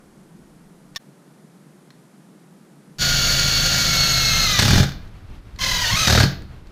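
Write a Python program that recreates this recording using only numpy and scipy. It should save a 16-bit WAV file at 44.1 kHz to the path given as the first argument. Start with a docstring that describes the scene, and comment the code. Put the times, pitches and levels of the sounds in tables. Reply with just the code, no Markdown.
"""Impact driver at a workbench

A small workshop with a low hum of air, the stereo microphone close to the bench. After a snatch of
motor sound, a cordless impact driver drives two screws into a steel hinge. The motor whines and sags
under load while its gears grow louder; as each screw seats, the hammer strikes, the steel rings and
the bench booms. All sits in the centre, with only the top treble of the reflections spreading wide."""
import sys
import numpy as np
from scipy import signal
from scipy.fft import rfft, irfft, next_fast_len
from scipy.io import wavfile

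SR = 44100
rng = np.random.default_rng(int(sys.argv[2]) if len(sys.argv) > 2 else 0)


def store_wav(level_fs):
    """Save 16-bit WAV to argv[1]."""
    pcm = np.round(np.clip(np.atleast_2d(level_fs), -1, 1) * 32767)
    wavfile.write(sys.argv[1], SR, pcm.T.astype(np.int16))


N = 296307
TIME = np.arange(N) / SR

# One trigger pull a screw: start_s, seat_s, release_s, then the base levels
# whir_db, whine_db, fan_db, gear_db, shudder_db
TRIGGER_PULLS = [(2.985, 4.59, 4.79, -20.5, -39.5, -30.5, -22, -27.5),
                 (5.588, 6.073, 6.205, -21, -42, -27, -21.5, -32)]
# Resonances of the driver's housing, main one first: pitch_hz, width_hz, relative_db
HOUSING_RESONANCES = [(4350, 400, -38), (9950, 400, -50)]
# Spectrum of a hard contact: frequency_hz, relative_db
CRACK_SPECTRUM = [(200, -29), (700, -2.5), (1600, 7.5), (3000, 0), (4300, 8.5), (6200, -2), (8000, -6),
                  (11000, -17), (15500, -11.5)]
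# Modes of the steel hinge: pitch_hz, relative_db, t60_s
HINGE_MODES = [(1740, 9, 0.018), (2015, 8.5, 0.23), (2560, -1, .08), (3190, -5, 0.163), (3580, 4, .06),
               (3930, -4, .05), (4150, 17, 0.18), (4870, -16, 0.13), (4780, 12, 0.051), (5230, -1, .05),
               (6720, -38, .08)]


def gain_of(db):
    """Decibels to a factor."""
    return 10 ** (np.asarray(db) / 20)


def unit_rms(x):
    """Scales to rms 1."""
    return x / np.sqrt(np.mean(x ** 2) + 1e-20)


def value_at(points, hz):
    """Interpolates a table on a log-frequency axis."""
    table_hz, values = np.transpose(points)
    return np.interp(np.log(hz + 1), np.log(table_hz + 1), values)


def coloured(x, spectrum):
    """Filters by a spectrum table."""
    size = next_fast_len(N + 4096)
    response = gain_of(value_at(spectrum, np.fft.rfftfreq(size, 1 / SR)))
    return irfft(rfft(x, size) * response, size)[:N]


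def noise(spectrum):
    """Noise of rms 1 with this spectrum."""
    return unit_rms(coloured(rng.standard_normal(N), spectrum))


def wander(rate_hz):
    """A smooth random curve of rms 1."""
    return unit_rms(np.interp(TIME * rate_hz, np.arange(8000), rng.standard_normal(8000)))


def bump(at, width, centre):
    """A bell curve of height 1."""
    return np.exp(-((at - centre) / width) ** 2)


def strike(times_s, db, response):
    """Sets off the same response at each time."""
    impulses = np.zeros(N)
    impulses[np.round(np.asarray(times_s) * SR).astype(int)] = gain_of(db)
    return signal.oaconvolve(impulses, response)[:N]


def decay(t60_s):
    """Half a second of exponential decay."""
    return gain_of(-60 * TIME[:SR // 2] / t60_s)


def ring(modes):
    """A struck body rings as a sum of dying sines."""
    age_s = TIME[:SR // 2]
    return sum(gain_of(db) * decay(t60_s) * np.sin(2 * np.pi * hz * age_s) for hz, db, t60_s in modes)


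def tones(cycles, levels_db, flutter=.15):
    """Harmonics locked to a shaft, each fluttering in strength; rms near 1."""
    weights = gain_of(levels_db) / np.linalg.norm(gain_of(levels_db))
    position = np.arange(len(cycles)) * 160 / SR  # 160 new strengths a second
    shivers = rng.standard_normal((len(weights), 1024))
    total = 0
    for k, (weight, shiver) in enumerate(zip(weights, shivers), 1):
        strength = weight * (1 + flutter * np.interp(position, np.arange(1024), shiver))
        total += strength * np.sin(2 * np.pi * (k * cycles + rng.random()))
    return np.sqrt(2) * total


def room_air():
    """The hum of air dips briefly after the blip, sinks under each screw and creeps back."""
    # Workshop air: frequency_hz, relative_db
    air_spectrum = [(18, -44), (30, -31), (80, -34), (104, -41), (138, -2.5), (202, -1.5), (243, -9),
                    (307, -9.5), (389, -12.5), (420, -14.5), (505, -17.5), (1140, -24.5), (1330, -24),
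                    (2800, -34), (5500, -35.5), (10200, -35), (15500, -44)]
    sink_db, recover_db_per_s = -14.5, 11.5
    level_db = -48.5 - 32 * bump(TIME, width=0.013, centre=0.98)
    for start_s, _, release_s, *_ in TRIGGER_PULLS:
        recovered_db = recover_db_per_s * np.maximum(TIME - release_s, 0)
        level_db += (TIME > start_s) * np.minimum(sink_db + recovered_db, 0)
    return gain_of(level_db) * noise(air_spectrum)


def handling_rumble():
    """Handling makes spells of low, uneven rumble."""
    # Rumble: frequency_hz, relative_db
    rumble_spectrum = [(15, 4.5), (40, -0.5), (100, -2.5), (140, -10), (220, -14.5), (500, -26),
                       (1500, -29.5), (4500, -39), (8000, -51)]
    # Spells of handling: start_s, end_s, level_db
    spells = [(0, .96, -62), (3.003, 6.718, -37.5)]
    level = sum(gain_of(db) * ((TIME >= start_s) & (TIME < end_s)) for start_s, end_s, db in spells)
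    return level * gain_of(2 * wander(19)) * noise(rumble_spectrum)


def workshop_reflections(x):
    """Dense reflections from bench and walls, each band dying at its own speed."""
    # Reverberation of the room: frequency_hz, t60_s
    decay_times = [(100, 1), (400, 0.5), (1500, 0.4), (4500, 0.38), (9000, 0.18), (15000, 0.44)]
    size = SR // 2
    echoes = rng.standard_normal(size) * (rng.random(size) < .1) * (TIME[:size] > .004)
    hz, age_s, bands = signal.stft(echoes, SR, nperseg=256)
    fade = gain_of(-60 * age_s / value_at(decay_times, hz)[:, None])
    tail = signal.istft(bands * fade, SR, nperseg=256)[1]
    return signal.oaconvolve(x, tail / np.linalg.norm(tail))[:N]


def ticks():
    """Light contacts of trigger, bit and steel: a click and a damped ring."""
    # Contacts: start_s, relative_db
    contacts = [(0.95, -48), (1.905, -49), (2.962, -73), (4.892, -36), (4.92, -40), (5.022, -59),
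                (5.076, -56), (5.561, -50.5), (6.355, -59), (6.421, -48.5), (6.671, -56)]
    start_s, db = np.transpose(contacts)
    click = noise(CRACK_SPECTRUM) * strike(start_s, db + 7, decay(t60_s=0.021))
    return click + strike(start_s, db - 20, ring(HINGE_MODES) * decay(t60_s=0.035))


def bench_boom(blows):
    """The blows pass through the vice into the bench top, a moment later."""
    # Modes of the bench: pitch_hz, relative_db, t60_s
    bench_modes = [(82.2, -11, 0.55), (116, 4, 0.099), (138.6, 0.5, 0.32), (181.6, -1.5, 0.33),
                   (225.4, -4.5, 0.14), (392, -8.5, 0.14), (620, -7, 0.12), (818.6, -8, 0.16)]
    # How well the bench radiates: frequency_hz, gain_db
    radiation = [(10, -26), (45, -19), (80, 2), (250, -2.5), (600, -7)]
    start_s, _, _, boom_db = blows
    return gain_of(-5) * coloured(strike(start_s + 0.00425, boom_db, ring(bench_modes)), radiation)


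def driver_noises():
    """Brushes and fan air in the housing, the shaken bench, shaft drift and play in the gear teeth."""
    # Brushes and fan air: frequency_hz, relative_db
    whir_spectrum = [(120, -12), (280, -12), (450, -7.5), (650, -2), (950, -12), (1600, 1), (2400, -5.5),
                     (3000, -0.5), (3800, 1), (5100, 0.5), (6600, 1), (7500, -12), (9000, -17),
                     (13000, -16), (15500, -7)]
    # The shaken bench: frequency_hz, relative_db
    shake_spectrum = [(10, -9), (27, 7.5), (45, -18), (75, -6.5), (110, -1.5), (170, 0), (230, -14.5),
                      (400, -34), (1500, -79)]
    whir = noise(whir_spectrum)
    for hz, width_hz, db in HOUSING_RESONANCES:
        b, a = signal.iirpeak(hz, hz / width_hz, SR)
        band = signal.lfilter(b, a, signal.lfilter(b, a, rng.standard_normal(N)))
        whir += gain_of(db + 26) * unit_rms(band)
    drift, backlash = .0012 * wander(45), .006 * wander(260)
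    return whir * gain_of(wander(120)), noise(shake_spectrum), drift, backlash


def bearing_rattle(cycles):
    """The bearings rattle in narrow bands that rise and fall with the shaft."""
    # Rattle bands: commutator_multiple, width_hz, over_whir_db
    bands = [(1.89, 340, -8), (1.53, 200, -15), (1.27, 160, -17)]
    phase = 2 * np.pi * cycles
    return sum(gain_of(db) * (wander(width) * np.cos(k * phase) + wander(width) * np.sin(k * phase))
               for k, width, db in bands)


def motor(gains, commutator_hz, timbre, noises, wobble, buzz_db):
    """One run, every tone geared to the motor: returns the airborne sound and the bench's shudder."""
    # Thin whistles of the brushes: commutator_multiple, over_whir_db
    whistles = [(5, -27), (6, -31), (8, -29)]
    # Spindle harmonics 1-13: relative_db
    spindle_db = [-1.5, -2.5, -4, -10.5, 2, -8.5, -16.5, -14, -11, -41, -19.5, -21, -18]
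    rotor_ratio, fan_ratio, mesh_ratio, spindle_ratio = 1 / 8, 5 / 8, .607, .01196  # to the commutator
    running = gains[0] > 1e-5
    whir, shake, drift, backlash = (x[running] for x in noises)
    whir_gain, whine_gain, fan_gain, gear_gain, shudder_gain = gains[:, running]
    whine_db, gear_db = timbre
    hz = commutator_hz[running] * (1 + drift)
    cycles = np.cumsum(hz) / SR
    phase = 2 * np.pi * cycles
    mesh_cycles = mesh_ratio * np.cumsum(hz * (1 + backlash)) / SR  # play blurs the gear tones

    rattle = bearing_rattle(np.cumsum(commutator_hz) / SR)[running]
    whistle = sum(gain_of(db) * np.sin(k * phase) for k, db in whistles)
    rush = (whir + rattle + whistle) * (1 + 0.089 * np.sin(rotor_ratio * phase))
    whine = tones(cycles, whine_db)
    fan = tones(fan_ratio * cycles, [0])
    binding = 1 + wobble * np.sin(2 * spindle_ratio * phase)  # a wobbling bit binds twice a turn
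    gears = binding * tones(mesh_cycles, gear_db, flutter=.65)
    buzz = gain_of(buzz_db) * np.sin(phase)  # the brushes buzz more as the gears take load
    paths = np.zeros((2, N))
    paths[0, running] = (whir_gain * rush + whine_gain * whine + fan_gain * fan
                         + gear_gain * (gears + buzz))
    paths[1, running] = shudder_gain * (tones(spindle_ratio * cycles, spindle_db) + gain_of(-2.5) * shake)
    return paths


def motor_blip(noises):
    """A 20 ms snatch of motor sound that starts at once, fades ever faster and cuts off."""
    # Opening levels: whir_db, whine_db, fan_db, gear_db, shudder_db
    levels_db = (-29, -27.5, -39.5, -45, -48)
    # A row of commutator harmonics 1-8, a row of gear mesh harmonics 1-6: relative_db
    timbre = [(0, -3, 1, -14, -19, -14, -16, -22), (-13, 7, -3, -11, 4, -14)]
    start_s, length_s, fade_db, commutator_hz = 0.96, 0.02, -21, 1814
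    progress = (TIME - start_s) / length_s
    envelope = gain_of(fade_db * np.clip(progress, 0, 1) ** 2) * ((progress >= 0) & (progress < 1))
    gains = gain_of(levels_db)[:, None] * envelope
    return motor(gains, np.full(N, commutator_hz), timbre, noises, wobble=0, buzz_db=-2).sum(axis=0)


def screw_gains(pull, commutator_hz):
    """Strength of whir, whine, fan, gears and shudder, from the trigger and the motor's speed."""
    start_s, seat_s, release_s, *levels_db = pull
    attack_s, coast_db_per_s, no_load_hz = 0.029, 211, 2320
    spin_up_db = -14 * np.clip(1 - (TIME - start_s) / attack_s, 0, 1)
    coast_db = -coast_db_per_s * np.maximum(TIME - release_s, 0)
    trigger = (TIME >= start_s) * gain_of(spin_up_db + coast_db)
    speed = commutator_hz / no_load_hz
    load = np.tanh((1 - speed).clip(0) / 0.13)  # the gear teeth bear harder as speed is lost
    # The whine swells when its second or third harmonic nears the housing's main resonance.
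    nearness = sum(bump(k * commutator_hz, width=550, centre=HOUSING_RESONANCES[0][0]) for k in (2, 3))
    swell = gain_of(16.5 * nearness)
    # While the hammer works, the tones drop and the shudder builds.
    drop = gain_of(-13.5 * (TIME > seat_s))
    build_db = 39 * np.clip(TIME - seat_s, 0, release_s - seat_s)
    jolt_db = 12.6 * bump(TIME, width=.022, centre=5.938)  # the second screw breaks free
    shudder = gain_of(build_db + jolt_db)
    strengths = [speed ** 0.93, drop * swell, drop * speed ** 3.1, drop * load * speed ** 2.58, shudder]
    return gain_of(levels_db)[:, None] * trigger * np.array(strengths)


def drive_screws(noises):
    """The motor sags as the first screw goes in; the second screw binds, then breaks free."""
    # Motor speed on each screw: time_s, commutator_hz
    first_speed = [(3.0, 2320), (3.154, 2277), (3.19, 2246), (3.344, 2270), (3.518, 2237), (3.788, 2258),
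                   (3.938, 2205), (4.302, 2157), (4.346, 2100), (4.364, 2156), (4.452, 2128), (4.482, 2004),
                   (4.496, 2077), (4.544, 1982), (4.566, 1971), (4.59, 1899)]
    second_speed = [(5.6, 1711), (5.834, 1583), (5.862, 1473), (5.9, 1489), (5.918, 1754), (5.95, 1729),
                    (5.966, 1997), (6.008, 2106), (6.07, 1984)]
    # For each screw, a row of commutator harmonics 1-8, a row of gear mesh harmonics 1-6: relative_db
    first_timbre = [(-16.5, 0, -6.5, -28, -28.5, -20, -32, -34), (-5, -2.5, -0.5, -15, -2, -13)]
    second_timbre = [(-8, -4, -0.5, -9, -15, -22, -26, -19), (-2, 3.5, -6, 1.5, -5, -13)]

    def screw(pull, speed, timbre, wobble, buzz_db):
        hz = np.interp(TIME, *np.transpose(speed))
        return motor(screw_gains(pull, hz), hz, timbre, noises, wobble, buzz_db)

    return (screw(TRIGGER_PULLS[0], first_speed, first_timbre, wobble=0.2, buzz_db=0)
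            + screw(TRIGGER_PULLS[1], second_speed, second_timbre, wobble=0.99, buzz_db=-15))


def hammer_blows():
    """Blows quicken once a screw seats, with less crack and more knock and boom as it tightens."""
    # Hammering on each screw: last_blow_s, first_gap_s, gap_shrink_s, crack_db, knock_db, boom_db
    bursts = [(4.83, .032, .0017, -12.5, -19.5, -12.5), (6.232, .026, 0.000088, -10, -14.5, -12.5)]
    tight_change_db, scatter_db = (-7, 3, 2), 1.6  # change by the last blow: crack, knock, boom
    blows = []
    for (_, seat_s, *_), (last_s, gap_s, shrink_s, *levels_db) in zip(TRIGGER_PULLS, bursts):
        gaps_s = gap_s - shrink_s * np.arange(10)
        start_s = seat_s + np.append(0, np.cumsum(gaps_s))
        start_s = np.append(start_s[start_s < last_s - gap_s / 2], last_s)  # last: the motor is coasting
        tightness = (start_s - seat_s) / (last_s - seat_s)
        chance_db = scatter_db * rng.standard_normal((20, 3))[:len(start_s)]
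        blow_db = levels_db + np.outer(tightness, tight_change_db) + chance_db
        blows.append(np.vstack([start_s, blow_db.T]))
    return np.hstack(blows)


def hammer(blows):
    """Each blow cracks on the anvil, knocks the screw and rings the hinge, then rebounds more softly."""
    # Knock on the screw: frequency_hz, relative_db
    knock_spectrum = [(150, 1), (340, -2.5), (480, -6), (720, -3), (1050, -16.5), (1550, -1.5), (2200, -15),
                      (4000, -29), (9000, -52)]
    rebound_s, rebound_db = 0.0071, -4.5
    start_s, crack_db, knock_db, _ = blows
    hits_s = np.append(start_s, start_s + rebound_s)
    hits_db = np.append(crack_db, crack_db + rebound_db)
    crack = noise(CRACK_SPECTRUM) * strike(hits_s, hits_db, decay(t60_s=0.039))
    knock = noise(knock_spectrum) * strike(start_s, knock_db, decay(t60_s=0.06))
    return crack + knock + gain_of(-31.5) * strike(hits_s, hits_db, ring(HINGE_MODES))


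def scene():
    """Tool, bench and air in the centre; top treble reflections spread between the microphone ports."""
    # A notch and a peak in the tool's top treble: frequency_hz, gain_db
    tool_colour = [(10300, 0), (11100, -5.5), (11600, -8), (12200, 6.5), (16000, -1.5)]
    # Stereo width: frequency_hz, side_over_mid_db
    stereo_width = [(20, -83), (5000, -73), (8000, -75), (11000, -16), (13000, -3.5), (16000, -16)]
    noises = driver_noises()
    whine, shudder = drive_screws(noises)
    blip = motor_blip(noises)
    blows = hammer_blows()
    tool = whine + hammer(blows) + ticks()
    airborne = coloured(tool + gain_of(-7.5) * workshop_reflections(tool) + blip, tool_colour)
    mid = airborne + shudder + bench_boom(blows) + room_air() + handling_rumble()
    side = coloured(workshop_reflections(mid), stereo_width)
    return np.array([mid + side, mid - side])


def record(dry):
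    """The microphone's colour, a ceiling on the peaks, then the band limit."""
    # Microphone response: frequency_hz, gain_db
    microphone = [(1, -44.5), (12, -5.5), (22, 0), (11000, -1), (12200, -1), (16000, -12)]
    heard = np.clip([coloured(channel, microphone) for channel in dry], -.95, .95)
    lowpass = signal.firwin(511, cutoff=15600, window=("kaiser", 9), fs=SR)
    return signal.oaconvolve(heard, lowpass[None], "same", axes=1)


dry = scene()
out = record(dry)
store_wav(out)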